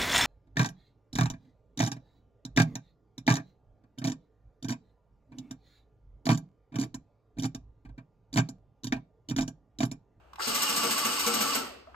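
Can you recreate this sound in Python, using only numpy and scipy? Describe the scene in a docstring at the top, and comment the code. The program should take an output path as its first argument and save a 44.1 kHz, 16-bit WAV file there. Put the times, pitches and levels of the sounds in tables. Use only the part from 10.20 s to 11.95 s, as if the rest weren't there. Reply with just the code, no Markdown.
"""A battery water pistol fires one burst into a steel kitchen sink.
The trigger clicks and the motor spins up; its gears whine and chatter, sagging as they cock the spring.
Fourteen times a second the piston lets go with a thump and a spit of spray that excites the sink's modes.
The motor coasts down, the hand shifts on the plastic, a last drop falls,
and the small hard room reverberates over a faint hum."""
import sys
import numpy as np
from scipy import signal
from scipy.fft import rfft, irfft
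from scipy.io import wavfile
from scipy.ndimage import uniform_filter1d

SR = 44100
rng = np.random.default_rng(int(sys.argv[2]) if len(sys.argv) > 2 else 0)


def to_wav(s):
    """Save 16-bit WAV."""
    ch = np.atleast_2d(s).T  # columns
    pcm = np.round(np.clip(ch, -1, 1) * 32767)  # PCM
    wavfile.write(sys.argv[1], SR, pcm.astype(np.int16))


N = 77175
TIME_S = np.arange(N) / SR


def undb(db):
    """Decibels to amplitude ratio."""
    return 10 ** (np.asarray(db) / 20)

def unit(x):
    """Normalisation to rms 1."""
    return x / np.sqrt(np.mean(x ** 2))

def per_bin(points):
    """Interpolation of (frequency_hz, value) rows on a log frequency axis."""
    hz, value = np.array(points, float).T
    return np.interp(np.log(np.arange(N + 1) * SR / (2 * N) + 1), np.log(hz), value)

def colour(x, spectrum):
    """Minimum-phase filtering to a spectral shape, at unit power gain."""
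    cepstrum = irfft(np.log(unit(undb(per_bin(spectrum)))))
    cepstrum[1:N] *= 2
    cepstrum[N + 1:] = 0
    return irfft(rfft(x, 2 * N) * np.exp(rfft(cepstrum)))[..., :N]

def wander(rate_hz):
    """Smooth random modulation, rms 1."""
    step = int(SR / rate_hz)
    return unit(uniform_filter1d(np.repeat(rng.standard_normal(N // step + 1), step), step)[:N])

def grains(spread_db):
    """Granular noise: dense tiny impacts of uneven size, rms 1."""
    size = np.repeat(np.minimum(rng.exponential(size=N // 8 + 1), 5), 8)[:N]
    return unit(rng.standard_normal(N) * undb(spread_db * size))

def ring(x, hz, t60_s):
    """Forced response of one damped mode, keeping the power of a noisy drive."""
    r = np.exp(-np.log(1000) / (t60_s * SR))
    return signal.lfilter([np.sqrt(2 * (1 - r * r))], [1, -r * np.exp(2j * np.pi * hz / SR)], x).real


# room air spectrum: frequency_hz, density_db
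AIR_SPECTRUM = [(20, -13.5), (45, -0.5), (80, 2), (130, -6.5), (200, -13.5), (400, -5.5), (650, -4.5),
                (1000, -7.5), (1500, -9), (2000, -21.5), (2700, -15.5), (3600, -26), (6000, -33),
                (15000, -42)]

def background(air_db=-61, hum_hz=64.4, hum_db=-62.5):
    """Ambient noise: room air and a wavering appliance hum, as mid and side signals."""
    mid, side = undb(air_db) * colour(rng.standard_normal((2, N)), AIR_SPECTRUM)
    pitch_hz = hum_hz * (1 + .03 * wander(12))
    hum = np.sin(2 * np.pi * np.cumsum(pitch_hz) / SR) * undb(hum_db + 2.5 * wander(10))
    return mid + hum, side

def kitchen(x, early_db, early_decay_s=.0039, tail_db=-6, t60_s=.6, treble_t60_s=.33):
    """Reverberation: early reflections off counter and wall, then a tail that loses its treble first."""
    early, low, high = rng.standard_normal((3, N))
    unit_energy = lambda h: h / np.sqrt(np.sum(h ** 2))
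    crossover = signal.butter(2, 4500, fs=SR)
    low = signal.filtfilt(*crossover, low) * 1000 ** (-TIME_S / t60_s)
    high = (high - signal.filtfilt(*crossover, high)) * 1000 ** (-TIME_S / treble_t60_s)
    early = unit_energy(early * np.exp(-TIME_S / early_decay_s))
    tail = unit_energy((low + high) * (TIME_S > .006))
    return signal.fftconvolve(x, undb(early_db) * early + undb(tail_db) * tail)[:N]

# likeness of the two channels: frequency_hz, likeness_ratio
COHERENCE = [(100, 0.89), (280, 0.91), (600, 0.26), (1200, 0.48), (2200, .1), (4500, 0.28), (6500, 0.55),
             (8000, 0.94), (15000, 1)]
# level difference: frequency_hz, left_minus_right_db
BALANCE = [(100, 2.5), (450, 2.5), (900, 1), (1300, 0), (1800, -4), (2900, -2), (3700, -1), (4900, 2.5),
           (7000, 0), (15000, -0.5)]
# phase difference: frequency_hz, left_lead_rad
PHASE_LEAD = [(100, 0.36), (280, 0.87), (520, 1.77), (1460, -0.9), (1810, 3), (2670, -1.0), (4650, 0.5),
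              (6370, 5.5), (8180, 6.5), (9730, 9), (10900, 9.5), (12500, 12.5), (13700, 13), (14600, 15),
              (15400, 16)]

def microphones(mid, side):
    """Partial coherence: two ports hear partly different reflections, at their own level and phase."""
    alike = np.clip(per_bin(COHERENCE), 0, 1)
    sign = np.array([[1], [-1]])
    pair = rfft(mid, 2 * N) * np.sqrt((1 + alike) / 2) + sign * rfft(side, 2 * N) * np.sqrt((1 - alike) / 2)
    return irfft(pair * undb(sign * per_bin(BALANCE) / 2) * np.exp(.5j * sign * per_bin(PHASE_LEAD)))[:, :N]

def drip(start_s=1.671, pitch_hz=592, glide_hz_per_s=5960, rise_s=.0078, level_db=-43.5):
    """A damped rising chirp: a last drop plops into the sink."""
    age = np.maximum(TIME_S - start_s, 0)
    envelope = age / rise_s * np.exp(1 - age / rise_s)
    return undb(level_db) * envelope * np.sin(2 * np.pi * (pitch_hz + glide_hz_per_s * age / 2) * age)

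# bright tick spectrum: frequency_hz, density_db
TICK_SPECTRUM = [(150, -9), (400, -5.5), (1500, 3), (4200, 0.5), (7000, -11), (15000, -18)]
# clicks of trigger, gears taking up and grip: start_s, level_db, resonance_hz, decay_s, tick_db
PLASTIC_CLICKS = [(.133, -42.5, 1150, 0.0046, -3.5), (.143, -51.5, 261, 0.0089, -21),
                  (.158, -42, 900, 0.0024, 2), (.184, -37.5, 950, 0.0045, -16),
                  (.195, -28.5, 1146, 0.0056, -15), (.205, -29, 1280, 0.0037, -9),
                  (.208, -37, 448, 0.011, -25), (.217, -41, 1400, 0.0025, 7), (1.475, -41, 480, .004, -7),
                  (1.671, -49.5, 1200, 0.0043, -20.5), (1.744, -41.5, 1250, .006, -26)]

def clicks(relative_bandwidth=.41):
    """Impact excitation: each contact drives a heavily damped plastic resonance and a bright tick."""
    out = 0
    for start, db, hz, decay, tick_db in PLASTIC_CLICKS:
        age = TIME_S - start
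        force = undb(db) * (age > 0) * np.exp(-np.abs(age) / decay) * rng.standard_normal(N)
        drive = signal.sosfilt(signal.butter(2, (hz / 2, 2 * hz), "band", fs=SR, output="sos"), force)
        t60_s = np.log(1000) / (np.pi * relative_bandwidth * hz)
        out = out + ring(drive, hz, t60_s) + undb(tick_db) * colour(force, TICK_SPECTRUM)
    return out

# pump strokes: start_s, spray_db, thump_db, clack_db, sink_db
PUMP_STROKES = [(.269, -2, 3.5, -2.5, -12), (.342, 1, -5, -5, -16), (.415, 1, -7, -5, -17),
                (.485, -1.5, -1, 1.5, -9.5), (.558, 1, 1, 1, -10.5), (.628, -1.5, 4.5, -3, 0.5),
                (.703, 2, 0, 2.5, -5), (.774, -0.5, -3.5, 3, -12.5), (.846, 0.5, 3, -0.5, -4),
                (.917, -6.5, -10, -3, -15), (.990, -0.5, -9.5, -3.5, -14), (1.060, 2, 1.5, 5.5, 3.5),
                (1.133, 0.5, 4, 1.5, -9), (1.203, 1.5, 3.5, 4, -2), (1.275, -9.5, -10, -8, -11),
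                (1.345, -1, 3, -9.5, 1)]
SPRAY_COLUMN, THUMP_COLUMN, CLACK_COLUMN, SINK_COLUMN = 1, 2, 3, 4

def bursts(column, gain_db, ramp_s, hold_s, decay_s, spread_db):
    """Incoherent summation: the showers of impacts from successive strokes add in power."""
    power = 0
    for stroke in PUMP_STROKES:
        age = TIME_S - stroke[0]
        envelope = np.clip(age / ramp_s, 0, 1) * np.exp(-np.maximum(age - hold_s, 0) / decay_s)
        power = power + (undb(stroke[column]) * envelope) ** 2
    return undb(gain_db) * np.sqrt(power) * grains(spread_db)

def pump_cycle():
    """Phase from one stroke to the next, 0 to 1; zero before the first and after the last."""
    starts = np.array(PUMP_STROKES)[:, 0]
    return np.interp(TIME_S, starts, np.arange(len(starts))) % 1

# steel basin modes: pitch_hz, level_db, t60_s, left_minus_right_db
SINK_MODES = [(222, -6, 0.21, 4), (279.5, -5, .3, 0.5), (368.2, -4, 0.67, 4), (471, 2, .42, 6),
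              (786, -7.5, .3, 1.5), (893, -4, .4, 4.5), (1087, -4, .45, 0), (1330, 5, .35, 3.5),
              (1470, -2, .25, -3), (2243, -7, .3, -1), (2580, -11, .75, 0.5)]

def sink():
    """Modal superposition: slugs of water drum on the basin, which radiates little deep bass."""
    water = bursts(SINK_COLUMN, gain_db=-39, ramp_s=.002, hold_s=.0181, decay_s=.0132, spread_db=1)
    water = signal.sosfilt(signal.butter(4, 170, "high", fs=SR, output="sos"), water)
    return sum(ring(water, hz, t60) * undb(db + np.array([[pan], [-pan]]) / 2)
               for hz, db, t60, pan in SINK_MODES)

GEAR_SPREAD_DB = 1.96
# squeals while the motor is slow under load: start_s, length_s, level_db
GEAR_SQUEALS = [(0.217, 0.049, -34.5), (1.332, .016, -32)]

def squeal(pitch_hz=4720, t60_s=.0041):
    """Resonance: a rough drive excites one shrill mode of the gear train."""
    level = sum(undb(db) * (np.abs(TIME_S - start - length / 2) < length / 2)
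                for start, length, db in GEAR_SQUEALS)
    return ring(uniform_filter1d(level, size=200) * grains(GEAR_SPREAD_DB), pitch_hz, t60_s)

# motor run: time_s, shaft_hz, chatter_db, whine_db
MOTOR_RUN = [(.18, 60, -40, -35), (.197, 115.6, -11.5, -13), (.222, 160, -4.5, -6), (.255, 225, -4.5, -6),
             (.275, 282, -0.5, -1.5), (.31, 291, 0, -1), (.54, 288, 0.5, 1), (.80, 291, 0, -1),
             (1.315, 291, -.5, -0.5), (1.335, 264, -1.5, 1), (1.36, 215, -1.5, -1), (1.39, 172, -5, -6.5),
             (1.44, 128, -15.5, -6.5), (1.47, 88, -18.5, -10), (1.56, 45, -37, -22), (1.62, 32, -46, -31)]
# spring loading: cycle_fraction, speed_change_fraction
SPEED_SAG = [(0, -.05), (.13, -.003), (.45, .005), (.63, .04), (.82, -.01), (1, -.05)]
# whine partials: shaft_harmonic, free_db, cocking_db
WHINE_PARTIALS = [(1, -8, -6.5), (2, -16.5, -20.5), (3, -6, -2.5), (4, -1.5, -14.5), (5, -10, -22),
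                  (9, -8.5, -15), (10, -3.5, 1.5), (17, -8.5, -7)]
# gear housing response: frequency_hz, gain_db
HOUSING_RESPONSE = [(120, -41.5), (220, -19), (280, -1), (370, 0), (460, 4.5), (620, 0.5), (780, -3),
                    (900, -5), (1150, 5), (1350, 2.5), (1900, -8), (2300, -4.5), (2850, 0), (3300, -11.5),
                    (4400, -8), (4900, -1), (5500, -9.5), (7000, -17)]
# gear chatter spectrum: frequency_hz, density_db
CHATTER_SPECTRUM = [(100, -45), (200, -26), (420, -7.5), (560, -9), (750, -11.5), (1000, -6.5), (1270, 1.5),
                    (1500, -1.5), (1850, -6.5), (2850, 0), (3600, -5.5), (4300, -.5), (4850, 3.5),
                    (5200, -2.5), (5600, -1.5), (7000, -6.5), (8400, -2), (9500, -11.5), (15000, -14)]

def gearbox(whine_gain_db=-44, chatter_gain_db=-31.5, wobble=.009, flutter_db=2.3, decay_turns=1.06):
    """Periodic forcing: gears whine at shaft harmonics and chatter once a turn, slowed by the spring."""
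    cycle = pump_cycle()
    times, shaft_hz, chatter_db, whine_db = np.array(MOTOR_RUN).T
    sag = np.interp(cycle, *np.array(SPEED_SAG).T)
    turns = np.cumsum(np.interp(TIME_S, times, shaft_hz) * (1 + sag + wobble * wander(150))) / SR
    envelope = lambda db: undb(np.interp(TIME_S, times, db)) * (TIME_S > times[0]) * (TIME_S < times[-1])
    cocking = np.clip((cycle - .54) / .079, 0, 1)  # the spring is picked up just past mid-cycle
    load = uniform_filter1d(cocking + (cycle == 0), size=300)  # also loaded while starting and stopping
    whine = 0
    for harmonic, free_db, cocking_db in WHINE_PARTIALS:
        level = undb(free_db + load * (cocking_db - free_db) + flutter_db * wander(60.02))
        whine = whine + level * np.sin(2 * np.pi * (harmonic * turns + rng.random()))
    chatter = unit(grains(GEAR_SPREAD_DB) * np.exp(-(turns % 1) / decay_turns))
    return (undb(whine_gain_db) * colour(whine * envelope(whine_db), HOUSING_RESPONSE),
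            undb(chatter_gain_db) * colour(chatter * envelope(chatter_db), CHATTER_SPECTRUM))

# piston squeak: cycle_fraction, pitch_hz, level_db
SQUEAK_GLIDE = [(.52, 1340, -30.5), (.6, 1306, -4.5), (.7, 1196, -1.5), (.82, 1125, 1), (.96, 1062, 3),
                (1, 1059, -6)]

def piston_squeak(gain_db=-35, wobble=.0119, flutter_db=2.5):
    """Frequency modulation: a squeak glides down each time the piston is pulled back."""
    cycle = pump_cycle()
    fraction, hz, db = np.array(SQUEAK_GLIDE).T
    pitch_hz = np.interp(cycle, fraction, hz) * (1 + wobble * wander(200))
    level = uniform_filter1d(undb(np.interp(cycle, fraction, db)) * (cycle > fraction[0]), size=150)
    return undb(gain_db + flutter_db * wander(80)) * level * np.sin(2 * np.pi * np.cumsum(pitch_hz) / SR)

# pump cylinder modes: pitch_hz, level_db, decay_s
CYLINDER_MODES = [(166, -11.5, 0.014), (221.7, 0.5, 0.023), (469.8, -2, .034), (603, -3.5, .02)]

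def piston_knocks(gain_db=-33, rise_s=.012, detune=.02):
    """Free vibration: the piston drives home and the cylinder rings, slightly detuned each time."""
    out = 0
    for start, _, thump_db, *_ in PUMP_STROKES:
        age = np.maximum(TIME_S - start, 0)
        onset = undb(gain_db + thump_db) * (1 - np.exp(-age / rise_s))
        for hz, db, decay in CYLINDER_MODES:
            pitch_hz = hz * (1 + detune * rng.standard_normal())
            out = out + onset * undb(db) * np.exp(-age / decay) * np.sin(2 * np.pi * pitch_hz * age)
    return out

# spectra of spray, piston thump and shell clack: frequency_hz, density_db
SPRAY_SPECTRUM = [(100, -42), (300, -15.5), (600, -2.5), (1200, -1), (2000, 0.5), (3500, -2.5), (6000, 0.5),
                  (7000, -1), (8500, -0.5), (9500, -4), (13000, -4.5), (15500, -5)]
THUMP_SPECTRUM = [(40, -48.5), (100, -23), (145, -8), (180, -7), (220, 0.5), (255, -0.5), (285, -2.5),
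                  (340, -11), (560, -3), (900, -14.5), (2000, -37)]
CLACK_SPECTRUM = [(500, -26), (800, -7), (950, -8.5), (1100, 0), (1480, 0.5), (1850, -10.5), (2700, -8.5),
                  (4000, -24.5)]

def pump():
    """Source and filter: each stroke spits spray, thumps the cylinder and rattles the plastic shell."""
    spray = bursts(SPRAY_COLUMN, gain_db=-27, ramp_s=.006, hold_s=.021, decay_s=.0109, spread_db=2.5)
    thump = bursts(THUMP_COLUMN, gain_db=-41.5, ramp_s=.003, hold_s=.0368, decay_s=.0361, spread_db=1.4)
    clack = bursts(CLACK_COLUMN, gain_db=-35.5, ramp_s=.1, hold_s=.0162, decay_s=.01, spread_db=2)
    return colour(spray, SPRAY_SPECTRUM) + colour(thump, THUMP_SPECTRUM) + colour(clack, CLACK_SPECTRUM)

def scene():
    """Superposition of the pistol's direct sound, its reflections, the background and the sink."""
    whine, chatter = gearbox()
    clatter = chatter + squeal() + pump() + clicks()
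    tones = whine + piston_squeak() + piston_knocks() + drip()
    into_room = clatter + undb(-7) * tones
    air_mid, air_side = background()
    mid = undb(-.66) * (clatter + tones + kitchen(into_room, early_db=-14)) + air_mid
    side = undb(1.5) * kitchen(into_room, early_db=-2.5) + air_side
    return microphones(mid, side) + sink()

def record(dry, cutoff_hz=15400):
    """Band limiting: the phone's steep low-pass filter cuts the highest treble."""
    return signal.sosfilt(signal.ellip(10, .2, 80, cutoff_hz, fs=SR, output="sos"), dry)


dry = scene()
out = record(dry)
to_wav(out)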